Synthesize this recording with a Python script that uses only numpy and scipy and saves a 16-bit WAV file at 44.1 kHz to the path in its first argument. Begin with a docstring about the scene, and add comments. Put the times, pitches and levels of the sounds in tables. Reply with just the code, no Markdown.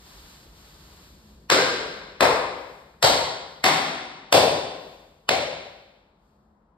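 """Soft hissing strokes, then six sharp slaps that ring for a second in a bare tiled room.
A man smooths a thin wall panel onto a column with his palms, then slaps it home.
Each slap is a crack of skin, a pop of trapped air and a thump of the panel.
A close-set microphone pair listens from a few metres away, over a faint rumble."""
import sys
import numpy as np
from scipy import signal
from scipy.fft import rfft, irfft, next_fast_len
from scipy.io import wavfile
from scipy.ndimage import map_coordinates

SR = 44100
rng = np.random.default_rng(int(sys.argv[2]) if len(sys.argv) > 2 else 0)


def store_wav(level_fs):
    """Save 16-bit WAV to argv[1]."""
    pcm = np.round(np.clip(np.atleast_2d(level_fs), -1, 1) * 32767)
    wavfile.write(sys.argv[1], SR, pcm.T.astype(np.int16))


N = 298557
SIZE = next_fast_len(N + 2 * SR)
HZ = np.fft.rfftfreq(SIZE, 1 / SR)
TIME = np.arange(N) / SR

# The six slaps, levels relative: start_s, direct_db, thump_hz, thump_db, pop_hz, pop_db, smack_hz,
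# smack_width_hz, smack_db, crack_db, sizzle_db, patch_hz, patch_db, ring_ratio
SLAPS = [(1.499, -0.5, 178, 22.5, 503, 35, 1450, 724, 28, 26, 0, 1597, 36, 1.148),
         (2.2060, 1.5, 115, 26, 560, 37.5, 995, 590, 32, 21.5, 3, 910, 34, 0.95),
         (3.0250, -2, 84.8, 28.5, 622, 36, 868, 351, 12, 27.5, 6, 916, 35.5, 0.94),
         (3.639, 0.5, 300, 29, 716, 30.5, 1310, 1070, 26.5, 23, 4.5, 756, 34, 1.118),
         (4.3240, 1.5, 150, 29.5, 588, 41, 2970, 810, 21.5, 25, 9, 610, 35.5, 0.98),
         (5.2890, 7.5, 124.3, 22, 598, 31, 2550, 1200, 18.5, 19.5, -5, 568, 34, 0.97)]
# Modes of the glued panel: pitch_hz, width_hz, gain_db
PANEL_MODES = [(75.5, 42, -1), (123.1, 48, -8.5), (159, 16, 4), (270.4, 53, 1.5), (364, 13, 0),
               (404, 40, -2), (510.7, 22, 0), (664, 25, -12.5), (766.5, 39, -2), (968, 6.5, 6.5),
               (1054, 15, 4), (1410, 17, -24.5), (1540, 35, -10.5), (2130, 140, 1.5), (2420, 300, 2),
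               (2860, 170, -15.5), (3576, 160, 1.5), (4010, 63, 0.5)]
# Colour of skin cracking on the smooth face: freq_hz, gain_db
CRACK_COLOUR = [(25, -52), (100, -22), (700, -3.5), (1500, -1.5), (2500, -7), (3300, -3.5), (4400, -.5),
                (5300, -4), (6400, -10.5), (8500, -14), (11500, -22.5), (15000, -25.5)]
# The direct sound grazes the panel and misses most of its low end: freq_hz, gain_db
DIRECT_COLOUR = [(60, -26.5), (250, -13), (430, -24.5), (700, -16), (1200, -11), (4000, -10), (8000, -9),
                 (14000, -3.5)]
# Extra pan of the direct sound: freq_hz, left_minus_right_db
DIRECT_PAN = [(200, -4), (500, 6), (800, 1), (1150, 8.5), (1900, 7.5), (2600, -13.5), (3300, -1.5)]
# First reflections off the walls: delay_s, relative_db
REFLECTIONS = [(0.0116, -19), (0.0171, -20.5), (0.021, -12.5), (.0265, -21.5), (0.045, -14)]
# Ring of the tiled room, scaled by each slap's ring_ratio: freq_hz, t60_s
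ROOM_DECAY = [(80, 0.87), (210, 1.18), (560, 1.005), (1470, 1.049), (3880, 1.022), (7000, 0.8),
              (13000, 0.53)]
# Palm strokes over the panel: start_s, length_s, relative_db
STROKES = [(-0.08, .43, -53.5), (.46, 0.6, -56.5), (1.14, 0.16, -64), (1.76, 0.062, -58.5),
           (2.46, 0.29, -62), (3.36, 0.27, -66.5), (4.66, 0.27, -62), (5.52, 0.17, -69), (6.14, 0.11, -77)]
# Colour of the rubbing skin: freq_hz, gain_db
RUB_COLOUR = [(200, -2.5), (500, -3.5), (1000, 3), (1500, 1), (2000, -1.5), (3000, -0.5), (4600, 3),
              (5600, -4), (6800, -3), (9000, -9.5), (13000, -8.5), (15000, -8.5)]
# Colour of the low rumble: freq_hz, gain_db
RUMBLE_COLOUR = [(20, -42), (32, -12.5), (48, 3), (75, -1), (110, -10.5), (155, -2.5), (235, -11.5),
                 (340, -11), (600, -17.5), (2000, -61.5), (15000, -100)]
# Colour of the room's air: freq_hz, gain_db
AIR_COLOUR = [(20, -15.5), (250, -5.5), (400, -1), (650, 0.5), (1000, 2.5), (1600, -9.5), (2500, -24),
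              (5000, -30.5), (15000, -51.5)]
# Swells of a faint low drone: start_s, length_s, level_db
DRONE_SWELLS = [(1.08, 0.083, -55), (1.82, 0.21, -61), (6.36, 0.14, -65)]
# Balance of the microphone pair: freq_hz, left_minus_right_db
MIC_PAN = [(60, -0.5), (300, 2.5), (480, 1.5), (720, 8), (1000, 5.5), (1600, 4.5), (2100, 1), (3200, 0.5),
           (5000, -1), (6500, 0)]
# How alike left and right hear diffuse sound: freq_hz, coherence_ratio
MIC_COHERENCE = [(100, .99), (330, .96), (480, .78), (650, .45), (900, .48), (1250, .15), (2100, .2),
                 (2750, .6), (3500, .15), (5000, .3), (6000, .88), (7000, .72), (10000, .95)]


def slaps(pop_width_ratio=0.64, thump_octaves=0.76, patch_width_hz=32,
          panel_db=1, room_db=-0.62, walls_db=-3.0):
    """Each blow pops the air under the palm, cracks the skin, thumps the panel and fills the room."""
    panel = sum(amp(db) ** 2 * resonance(hz, width) for hz, width, db in PANEL_MODES)
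    sounding_board = 1 + amp(panel_db) ** 2 * panel
    direct = minimum_phase(amp(curve(DIRECT_COLOUR))) * pan(DIRECT_PAN)
    walls = sum(amp(db + walls_db) * delay(s) for s, db in REFLECTIONS)
    skin_db = curve(CRACK_COLOUR)
    treble_shelf = curve([(6000, 0.19), (11000, 0.76)])
    total = 0
    for (start_s, direct_db, thump_hz, thump_db, pop_hz, pop_db, smack_hz, smack_width_hz, smack_db,
         crack_db, sizzle_db, patch_hz, patch_db, ring_ratio) in SLAPS:
        # a hollow palm pops low, the slits between flat fingers smack higher
        pop = amp(pop_db) ** 2 * resonance(pop_hz, pop_width_ratio * pop_hz) ** 2
        smack = amp(smack_db) ** 2 * resonance(smack_hz, 2 * smack_width_hz) ** 2
        crack = amp(crack_db + skin_db + sizzle_db * treble_shelf) ** 2
        hand = (pop + smack + crack) * hand_ripple() ** 2
        # where the weight of the hand lands decides which low modes it drives
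        octaves_away = np.log2((HZ + 1) / thump_hz)
        thump = amp(thump_db) ** 2 * panel * np.exp(-.5 * (octaves_away / thump_octaves) ** 2)
        # the patch of panel right under the hand rings at a pitch of its own
        patch = amp(patch_db) ** 2 * resonance(patch_hz, patch_width_hz)
        blow = minimum_phase(np.sqrt(hand * sounding_board + thump + patch))
        attack = hand_contact() * (amp(direct_db) * direct + walls)
        tail = amp(room_db) * room_ring(ring_ratio)
        total = total + blow * delay(start_s) * (attack + tail)
    return to_sound(total)


def hand_ripple():
    """The many spots of an uneven hand interfere: fresh peaks and dips in the upper range."""
    knots = 12 * np.log2(1 + HZ / 500)
    ripple = map_coordinates(rng.standard_normal(96), [knots])
    depth_db = np.interp(HZ, [700, 1400, 2500, 4000], [0, 1.7, 1.5, 1.2])
    return amp(depth_db * ripple)


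def hand_contact(contact_s=0.0062):
    """Fingers and palm land over a few milliseconds: a ragged burst, evened out in spectrum."""
    progress = TIME[:SR // 16] / contact_s
    landing = np.minimum(3 * progress, 1) / (1 + progress ** 5)
    burst = rfft(rng.standard_normal(len(progress)) * landing, SIZE)
    power = abs(burst) ** 2
    flatten = (power / power.mean() + .25) ** -.3
    return burst * flatten / np.sqrt(power.mean())


def room_ring(ring_ratio, hold_s=0.022, early_gain=0.51):
    """The tiled room's reverb blooms, holds briefly, then dies fastest in the treble."""
    hz, frame_s, noise = signal.stft(rng.standard_normal((2, 2 * SR)), SR, nperseg=256)
    t60_s = ring_ratio * curve(ROOM_DECAY, hz)[:, None]
    fall_db = -60 * np.maximum(frame_s - hold_s, 0) / t60_s
    tail = signal.istft(noise * amp(fall_db), SR, nperseg=256)[1]
    age_s = np.arange(tail.shape[1]) / SR
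    bloom = np.interp(age_s, [0, .003, .01, .018], [0, early_gain, early_gain, 1])
    return diffuse(tail * bloom / np.sqrt(.1 * SR))


def palm_strokes(rub_db=3):
    """Dry skin hisses over the panel: long strokes at first, then light touches between the blows."""
    strokes = envelope(STROKES, rise_s=0.15, fade_db_per_s=42)
    flutter_db = .35 * wobble(rate_hz=21)
    return strokes * amp(rub_db + flutter_db) * noise_bed(amp(curve(RUB_COLOUR)))


def rumble(start_db=-54, floor_db=-65.5, hold_s=0.82, sink_db_per_s=2):
    """A restless low rumble holds its level, then sinks to a quieter one."""
    level_db = np.maximum(start_db - sink_db_per_s * np.maximum(TIME - hold_s, 0), floor_db)
    waver_db = .8 * wobble(rate_hz=8)
    return amp(level_db + waver_db) * noise_bed(amp(curve(RUMBLE_COLOUR)))


def room_air(level_db=-68):
    """The air of the room is a steady midrange hush."""
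    return amp(level_db) * noise_bed(amp(curve(AIR_COLOUR)))


def drone(pitch_hz=210, width_hz=18, rest_db=-72.5):
    """A faint, narrow band of low noise swells and falls back."""
    gain = amp(rest_db) + envelope(DRONE_SWELLS, rise_s=0.067, fade_db_per_s=45.5)
    return gain * noise_bed(resonance(pitch_hz, width_hz))


def amp(db):
    """Decibels to gain."""
    return 10 ** (np.asarray(db) / 20)


def curve(points, hz=HZ):
    """Join (freq_hz, value) points on a log frequency axis."""
    freqs, values = np.transpose(points)
    return np.interp(np.log(hz + 1), np.log(freqs + 1), values)


def wobble(rate_hz):
    """A smooth random drift."""
    return map_coordinates(rng.standard_normal(int(N * rate_hz / SR) + 4), [TIME * rate_hz])


def envelope(events, rise_s, fade_db_per_s):
    """Gain of overlapping events: each ramps up from its start and fades after its end."""
    power = 0
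    for start_s, length_s, db in events:
        rise = np.clip((TIME - start_s) / rise_s, 0, 1)
        fade_db = fade_db_per_s * np.maximum(TIME - start_s - length_s, 0)
        power = power + (rise * amp(db - fade_db)) ** 2
    return np.sqrt(power)


def resonance(pitch_hz, width_hz):
    """Power response of one mode, 1 at its peak."""
    damping = (HZ * width_hz) ** 2
    return damping / ((pitch_hz ** 2 - HZ ** 2) ** 2 + damping)


def minimum_phase(gain):
    """The response with this gain and the tightest attack."""
    cepstrum = irfft(np.log(np.maximum(gain, 1e-4)), SIZE)
    cepstrum[1:SIZE // 2] *= 2
    cepstrum[SIZE // 2 + 1:] = 0
    return np.exp(rfft(cepstrum))


def delay(seconds):
    """Response of a pure delay."""
    return np.exp(-2j * np.pi * HZ * seconds)


def pan(points):
    """Left and right gains from a pan table."""
    return amp(np.outer([.5, -.5], curve(points)))


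def diffuse(noises):
    """Spectra of two noises, blended as the microphones hear sound from all round."""
    spread = np.arccos(np.clip(curve(MIC_COHERENCE), 0, 1)) / 2
    mid, side = rfft(noises, SIZE) * np.array([np.cos(spread), np.sin(spread)])
    return np.array([mid + side, mid - side])


def noise_bed(colour):
    """Steady diffuse noise of rms 1 with this colour."""
    noise = to_sound(diffuse(rng.standard_normal((2, N))) * colour)
    return noise / np.sqrt(np.mean(noise ** 2) + 1e-20)


def to_sound(spectra):
    """Stereo spectra to N samples."""
    return irfft(spectra, SIZE)[:, :N]


def scene():
    """Slaps up front, strokes beneath them, a quiet bed behind."""
    return slaps() + palm_strokes() + rumble() + room_air() + drone()


def record(dry, treble_lead_s=0.000243, ceiling=0.93, cutoff_hz=15300):
    """The pair leans left in the mids and hears treble earlier on the left; peaks are rounded off."""
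    lead_s = treble_lead_s * np.clip((HZ - 1700) / 700, 0, 1)
    mics = pan(MIC_PAN) * np.array([delay(-lead_s / 2), delay(lead_s / 2)])
    heard = to_sound(rfft(dry, SIZE) * mics)
    rounded = heard / (1 + (heard / ceiling) ** 6) ** (1 / 6)
    high_cut = 1 / (1 + (HZ / cutoff_hz) ** 120)
    return to_sound(rfft(rounded, SIZE) * high_cut)


dry = scene()
out = record(dry)
store_wav(out)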